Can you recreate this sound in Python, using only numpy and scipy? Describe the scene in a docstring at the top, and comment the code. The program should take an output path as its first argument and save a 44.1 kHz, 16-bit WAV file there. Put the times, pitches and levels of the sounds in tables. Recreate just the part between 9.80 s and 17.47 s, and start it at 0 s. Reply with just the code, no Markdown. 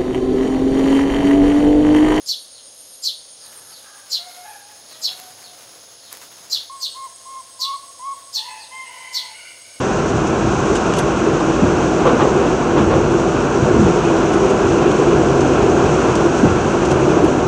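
"""A subway train runs at speed through a tunnel, heard from the front cab.
From the start, rough rails excite a rolling roar and a car body drone, gears hum and leaking air hisses.
Jolts of the bogie soon add hollow thumps, and loose fittings tick; then two pairs of axles clack over
a rail joint, with wall echoes. Later a dip draws a sinking groan from the bogie, and wheel flanges,
in faint contact throughout, scrape more strongly. Filtered noise makes all but hum and groan, two sines."""
import sys
import numpy as np
from scipy import signal
from scipy.fft import rfft, irfft
from scipy.io import wavfile
from scipy.ndimage import uniform_filter1d

SR = 44100
rng = np.random.default_rng(int(sys.argv[2]) if len(sys.argv) > 2 else 0)


def int16_out(signal):
    """Quantize to a 16-bit WAV file."""
    q = np.round(np.clip(np.atleast_2d(signal).T, -1, 1) * 32767)
    wavfile.write(sys.argv[1], SR, q.astype(np.int16))


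N = 338247
TIME = np.arange(N) / SR
HZ = np.maximum(np.arange(N // 2 + 1) * SR / N, 1)

# All levels are relative. Rise times are exponential time constants; T60 is the time to fall by 60 dB.
# Spectrum of the sprung bogie's rumble: (frequency [Hz], level per Hz [dB])
RUMBLE_SPECTRUM = [(45, -28.5), (62, -5), (80, -3.5), (98, -5), (112, -6), (135, 4), (190, -1), (260, 2),
                   (300, -2.5), (450, -19)]
# Spectrum of the wheel roar through the cab walls: (frequency [Hz], level per Hz [dB])
ROAR_SPECTRUM = [(200, -13.5), (480, 7.5), (560, 1.5), (740, 2), (850, -3.5), (1080, -3.5), (1230, -8.5),
                 (1350, -5.5), (1560, -9.5), (1880, -20.5), (2150, -20), (2600, -17), (3700, -27.5),
                 (6000, -37)]
# Spectrum of air leaking round the cab door: (frequency [Hz], level per Hz [dB])
HISS_SPECTRUM = [(2500, -9.5), (4000, -4.5), (4900, -5.5), (5900, 4.5), (6600, 3.5), (7500, -2.5),
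                 (8300, -6.5), (8800, -18.5), (9500, -13.5), (10300, -36)]
# Modes of the car body: (frequency [Hz], width [Hz], level [dB])
BODY_MODES = [(312, 26, -1.5), (332.7, 14, -1), (368.5, 28, 2), (405.3, 16.6, 0.5)]
# Hum of the traction gears: (time [s], pitch [Hz], level [dB])
GEAR_HUM = [(0, 330.2, -29.5), (1.5, 328.4, -25), (2.8, 336.2, -27.5), (3.35, 333.4, -18),
            (3.6, 329.8, -28.5), (4.1, 335.6, -20.5), (5.2, 339, -20), (5.5, 338, -25.5), (6.3, 340, -24),
            (6.6, 340.8, -27.5), (7.67, 337.8, -26.5)]
# Air resonances of the cab: (frequency [Hz], width [Hz], gain change [dB])
CAB_MODES = [(74, 15, -3.5), (141.4, 2.4, 3.5), (174.4, 7.8, 5), (205, 15, 5.5), (254.2, 4.5, 7),
             (485, 11, 1), (596, 19, 4.5)]
# Axles crossing a rail joint: (time [s], clang level [dB], body thud level [dB])
JOINT_CROSSINGS = [(2.246, -12, -5.5), (2.389, -12.5, -15), (2.958, -15, -13.5), (3.1, -16, -10.5)]
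JOINT_RISE_S, JOINT_CROSSING_S, JOINT_T60_S, THUD_HZ = 0.013, 0.031, 0.2, 490
# Ring of wheel and rail at a joint: (frequency [Hz], level per Hz [dB])
CLANG_SPECTRUM = [(150, -8), (280, 5.5), (490, 9.5), (660, 0.5), (1050, 7), (1500, -1), (1950, -12.5),
                  (2800, -11), (4000, -20.5), (8000, -48)]
# Bogie thumps: (time [s], knock level [dB], knock pitch [Hz], floor shudder level [dB])
BOGIE_THUMPS = [(0.319, -11, 146, -12), (1.82, -2.5, 227, -10), (2.329, -8, 235, -15),
                (2.994, -7.5, 215, -11), (3.173, -10, 125, -18), (3.812, -7, 140, -20), (3.95, -9, 85, -16),
                (3.985, -8, 105, -18), (4.033, -6, 85, -19), (6.629, -1.5, 236, -6), (6.708, -14, 110, -14),
                (7.209, -11, 150, -26)]
KNOCK_WIDTH_HZ, KNOCK_RISE_S, KNOCK_T60_S = 102, 0.006, 0.12   # width of one mode, before cubing
FLOOR_RISE_S, FLOOR_T60_S = 0.016, 0.29
# Groan of the bogie in a dip: onset, level, initial pitch, time constant of the pitch, decay
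GROAN_S, GROAN_DB, GROAN_HZ, GROAN_SINK_S, GROAN_T60_S = 3.952, -7.5, 245.5, 0.42, 0.7
# Rumble of the floor after a thump: (frequency [Hz], level per Hz [dB])
FLOOR_SPECTRUM = [(55, -15.5), (85, 5), (135, 4.5), (230, -6), (330, -3.5), (600, -25.5)]
# Loose fittings: (time [s], level [dB], upper edge of the snap [Hz])
FITTING_TICKS = [(0.4683, -25, 8000), (0.95, -20, 9000), (0.959, -28, 8000), (1.1334, -25, 8200),
                 (1.15, -30, 8000), (1.1672, -27, 10000), (1.183, -19.5, 11800), (4.531, -28, 9400),
                 (4.6947, -23, 8300), (5.1106, -25, 8500), (5.605, -25, 8000), (6.352, -22, 8200),
                 (7.0484, -22, 8000), (7.1094, -22, 8700), (7.4413, -27, 11200)]
TICK_RISE_S, TICK_T60_S = 0.0028, 0.067
# Ring of a fitting: (frequency [Hz], level per Hz [dB])
TICK_SPECTRUM = [(1500, -6), (2800, 11), (4500, 0.5), (6300, 7.5), (8000, 3.5), (9800, 0), (11400, -2),
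                 (12300, -20), (14500, -22)]
# Tunnel wall echoes: (delay [s], level [dB])
WALL_ECHOES = [(.017, -16), (0.031, -27), (.054, -16), (0.086, -21)]
CUTOFF_HZ = 14800
# Roughness of the rail under the wheels: (time [s], level [dB])
RAIL_ROUGHNESS = [(0, -3.5), (.75, -2.5), (1.15, -2.5), (2.3, -0.2), (2.6, 0.5), (2.8, -2), (3.05, -1.5),
                  (3.4, -0.4), (3.6, -2.5), (3.8, -0.5), (4.25, -.3), (4.6, -0.1), (5.25, 2), (5.5, 1),
                  (5.95, 2), (6.55, -1), (6.95, -1), (7.42, 2.5), (7.67, -4)]
# Levels at 0 dB roughness, and the share of its swing in dB that each sound follows
DRONE_DB, DRONE_FOLLOWS = -18, 1.6
RAIL_DB, RAIL_FOLLOWS = -20.5, 0.84
RUMBLE_DB, RUMBLE_FOLLOWS = -21.5, 0.23
BOOM_DB, BOOM_FOLLOWS = -28.5, 0.2
# Rush of air along the cab: (time [s], level [dB])
AIR_RUSH = [(0, 0.5), (.6, -0.3), (.9, 1.9), (1.4, -0.2), (2.2, 0.7), (2.9, -0.5), (3.7, -0.3), (4.3, 1.1),
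            (5.5, 0.5), (6.3, 2.3), (7.2, 0.5), (7.67, -1)]
HISS_DB, THROB_DB = -37, -35
WHEEL_DB, WHEEL_FOLLOWS, WHEEL_FOLLOWS_RUSH = -23, 0.22, 0.71
# Uneven track that sets the suspension booming: (time [s], length [s], level [dB])
UNEVEN_TRACK = [(.52, 0.28, -24), (1.87, .17, -30), (3.01, 0.29, -22.5), (3.79, 0.2, -26), (4.82, .08, -24),
                (5.2, 1.1, -26), (7.02, 0.8, -27)]
BOOM_RISE_S, BOOM_T60_S = 0.013, 0.35
UNEVEN_RUMBLE_DB = -6.5   # share of the unevenness that also shakes the bogie
# Corrugated patches that ring rail and car body up: (time [s], length [s], level [dB])
CORRUGATED_PATCHES = [(.87, 0.077, -15.5), (1.43, 0.072, -15.5), (1.915, 0.029, -16), (2.42, 0.043, -15),
                      (2.92, 0.27, -20.5), (3.32, 0.02, -14), (3.88, 0.069, -14), (4.05, 0.036, -15),
                      (4.61, 0.067, -12.5), (5.31, .045, -14.5), (6.43, 0.026, -11), (7.28, .06, -17.5),
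                      (7.41, 0.035, -15), (7.6, .03, -11.5)]
PATCH_RAIL_DB = -12.5   # share of the corrugation that also raises the rail roar
PATCH_RISE_S, PATCH_T60_S = 0.011, 0.11
# Wheel flanges brushing the rail: (time [s], length [s], level [dB])
FLANGE_SCRAPES = [(4.235, 0.075, -33), (4.8, 0.54, -42), (5.55, .25, -43), (6.2, 0.32, -41)]
# Wheel modes that the flanges excite: (frequency [Hz], width before squaring [Hz], level [dB])
FLANGE_MODES = [(2630, 640, -3), (2900, 300, -9.5), (3350, 240, -9)]
FLANGE_DB = -44.5   # light contact throughout


def from_db(db):
    """Level definition: amplitude gain is ten to the power of dB / 20."""
    return 10 ** (np.asarray(db) / 20)


def rms_one(x):
    """Normalization of mean power: the rms becomes 1."""
    return x / np.sqrt(np.mean(x ** 2) + 1e-20)


def in_time(rows):
    """Linear interpolation: the columns of a time table at every sample."""
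    times, *columns = np.transpose(rows)
    return [np.interp(TIME, times, column) for column in columns]


def colour(points):
    """Spectral shaping: gain in dB is interpolated over log frequency."""
    hz, db = np.transpose(points)
    return from_db(np.interp(np.log(HZ), np.log(hz), db, left=-70, right=-100))


def resonance(hz, width_hz):
    """Damped oscillator: complex response of one mode, with gain 1 at its peak."""
    return 1 / (1 + 1j * (HZ ** 2 - hz ** 2) / (HZ * width_hz))


def noise(response):
    """Linear filtering: Gaussian excitation passes a frequency response; rms 1."""
    excitation = rng.standard_normal(len(HZ)) + 1j * rng.standard_normal(len(HZ))
    return rms_one(irfft(excitation * response, N))


def steady(x, span_s):
    """Power equalization: division by the local rms evens out swings longer than span_s."""
    size = int(span_s * SR)
    power = uniform_filter1d(uniform_filter1d(x ** 2, size), size)
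    return x / np.sqrt(power + 1e-9)


def flutter(rate_hz, depth_db):
    """Random modulation: a gain wanders with rms depth_db, mostly slower than rate_hz."""
    return from_db(depth_db * noise(1 / (1 + (HZ / rate_hz) ** 2) ** 2))


def blow(start, rise_s, t60):
    """Impact envelope: exponential build-up multiplied by exponential decay."""
    age = np.maximum(TIME - start, 0)
    return (1 - np.exp(-age / rise_s)) * from_db(-60 * age / t60)


def stretches(rows, rise_s, t60):
    """Sustained excitation: each stretch builds up, holds to its end, then decays exponentially."""
    total = 0
    for start, length, db in rows:
        build_up = 1 - np.exp(-np.maximum(TIME - start, 0) / rise_s)
        decay = from_db(-60 * np.maximum(TIME - start - length, 0) / t60)
        total = total + from_db(db) * build_up * decay
    return total


def cab():
    """Room resonance: the air modes of the cab raise or lower the gain near their frequencies."""
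    return 1 + sum((from_db(db) - 1) * np.abs(resonance(hz, width)) ** 2 for hz, width, db in CAB_MODES)


def rolling(rough_db, rush_db, corrugation):
    """Roughness excitation: rails shake the bogie and radiate low, wheels radiate high."""
    deep = 1 / (1 + (HZ / 115) ** 10)   # share of the power that the suspension carries
    rails = 1 / (1 + (HZ / 850) ** 8)   # share of the power that the rails radiate
    low, high = colour(RUMBLE_SPECTRUM) * cab(), colour(ROAR_SPECTRUM) * cab()
    uneven = stretches(UNEVEN_TRACK, BOOM_RISE_S, BOOM_T60_S)
    # Independent excitations add in power.
    bounce = np.hypot(from_db(BOOM_DB + BOOM_FOLLOWS * rough_db), uneven)
    shake = np.hypot(from_db(RUMBLE_DB + RUMBLE_FOLLOWS * rough_db), from_db(UNEVEN_RUMBLE_DB) * uneven)
    roar = np.hypot(from_db(RAIL_DB + RAIL_FOLLOWS * rough_db), from_db(PATCH_RAIL_DB) * corrugation)
    boom = bounce * steady(noise(low * np.sqrt(deep)), 0.2)
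    rumble = shake * steady(noise(low * np.sqrt(1 - deep)), 0.064)
    rail = roar * steady(noise(high * np.sqrt(rails)), 0.2)
    wheel_gain = from_db(WHEEL_DB + WHEEL_FOLLOWS * rough_db + WHEEL_FOLLOWS_RUSH * rush_db)
    wheel = wheel_gain * noise(high * np.sqrt(1 - rails))
    patches = flutter(36, 0.61)   # rough and smooth stretches of rail pass under the wheels
    return boom + (rumble + rail + wheel) * patches


def drone(rough_db, corrugation):
    """Forced vibration: shaking rings the car body modes, harder on corrugation; pitch wanders."""
    shaking = np.hypot(from_db(DRONE_DB + DRONE_FOLLOWS * rough_db), corrugation)
    power = sum(np.abs(from_db(db) * resonance(hz, width)) ** 2 for hz, width, db in BODY_MODES)
    panels = np.abs(resonance(355, 290)) ** 2   # the panels radiate only near their modes
    # Reading the noise at a varying speed bends its pitch.
    position = np.cumsum(flutter(4.006, 0.17)) % N
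    wandering = np.interp(position, np.arange(N), noise(np.sqrt(power) * panels))
    return shaking * steady(wandering, 0.097)


def gears():
    """Phase accumulation: the traction gears hum as one sine of wavering pitch and level."""
    hz, db = in_time(GEAR_HUM)
    pitch = hz * flutter(15.76, 0.1397)
    tone = np.sin(2 * np.pi * np.cumsum(pitch) / SR)
    return from_db(db) * rms_one(flutter(10, 1.8) * tone)


def flanges():
    """Friction excitation: flanges brushing the rail drive the wheel modes with a rough scrape."""
    power = sum(np.abs(from_db(db) * resonance(hz, width) ** 2) ** 2 for hz, width, db in FLANGE_MODES)
    contact = np.hypot(from_db(FLANGE_DB), stretches(FLANGE_SCRAPES, 0.031, 0.12))
    scrape = noise(np.sqrt(power) / (1 + (HZ / 6000) ** 8))
    return contact * scrape * flutter(7.1, 1.2) * flutter(70, 1.9)


def air(rush_db):
    """Flow noise: the column of air pushed ahead throbs, and air hisses through the door gaps."""
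    throb = from_db(THROB_DB) * steady(noise(resonance(47.8, 22) ** 3), 0.21)
    hiss = from_db(HISS_DB + rush_db) * noise(colour(HISS_SPECTRUM)) * flutter(24, 0.74)
    return throb + hiss


def thumps():
    """Impulse response: track dips jolt a hollow knock from the bogie, then a longer floor shudder."""
    knocks, shaking = 0, 0
    for start, knock_db, hz, floor_db in BOGIE_THUMPS:
        frame = steady(noise(resonance(hz, KNOCK_WIDTH_HZ) ** 3), 0.0088)
        knocks = knocks + from_db(knock_db) * blow(start, KNOCK_RISE_S, KNOCK_T60_S) * frame
        shaking = shaking + from_db(floor_db) * blow(start, FLOOR_RISE_S, FLOOR_T60_S)
    return knocks + shaking * steady(noise(colour(FLOOR_SPECTRUM)), 0.023)


def ticks():
    """Low-pass filtering: fittings chatter on their seats, and each snap is cut off above its own upper edge."""
    out = 0
    chatter = noise(colour(TICK_SPECTRUM)) * flutter(300, 2.1)
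    for start, db, top_hz in FITTING_TICKS:
        contact = signal.butter(6, top_hz, fs=SR, output="sos")
        snap = from_db(db) * blow(start, TICK_RISE_S, TICK_T60_S) * chatter
        out = out + signal.sosfilt(contact, snap + 1e-18)   # tiny offset avoids slow near-zero arithmetic
    return out


def joints():
    """Impact excitation: wheel and rail clang during a crossing, and the car body thuds."""
    crossings = [(start, JOINT_CROSSING_S, db) for start, db, _ in JOINT_CROSSINGS]
    strikes = stretches(crossings, JOINT_RISE_S, JOINT_T60_S)
    thuds = sum(from_db(db) * blow(start, 0.024, 0.31) for start, _, db in JOINT_CROSSINGS)
    clang = strikes * steady(noise(colour(CLANG_SPECTRUM)), 0.0064)
    return clang + thuds * steady(noise(resonance(THUD_HZ, 240) ** 3), 0.019)


def tunnel(x):
    """Reflection: close walls return delayed copies, dulled by a low-pass response."""
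    walls = sum(from_db(db) * np.exp(-2j * np.pi * HZ * delay) for delay, db in WALL_ECHOES)
    return x + irfft(rfft(x) * walls / (1 + 1j * HZ / 2500), N)


def groan():
    """Decaying oscillation: a dip draws a rough groan from the bogie, sinking as it dies."""
    age = np.maximum(TIME - GROAN_S, 0)
    pitch = GROAN_HZ * np.exp(-age / GROAN_SINK_S) * flutter(40, 0.36)
    swing = np.sin(2 * np.pi * np.cumsum(pitch) / SR) * flutter(25, 2.2)
    return from_db(GROAN_DB) * blow(GROAN_S, 0.015, GROAN_T60_S) * swing


def scene():
    """Superposition: all sounds add in the cab; only the joint sounds carry wall echoes."""
    rough_db, = in_time(RAIL_ROUGHNESS)
    rush_db, = in_time(AIR_RUSH)
    corrugation = stretches(CORRUGATED_PATCHES, PATCH_RISE_S, PATCH_T60_S)
    ride = rolling(rough_db, rush_db, corrugation) + drone(rough_db, corrugation)
    ride = ride + gears() + flanges() + air(rush_db)
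    events = thumps() + ticks() + tunnel(joints()) + groan()
    return (ride + events)[None, :]


def record(dry):
    """Band limiting and saturation: deep bass is lost, peaks round off, the top is cut."""
    thin = signal.sosfilt(signal.butter(10, 37, "high", fs=SR, output="sos"), dry)
    rounded = thin / (1 + np.abs(thin) ** 8) ** (1 / 8)
    fade_in = np.minimum(TIME / 0.004, 1)
    return signal.sosfilt(signal.butter(16, CUTOFF_HZ, fs=SR, output="sos"), rounded * fade_in)


dry = scene()
out = record(dry)
int16_out(out)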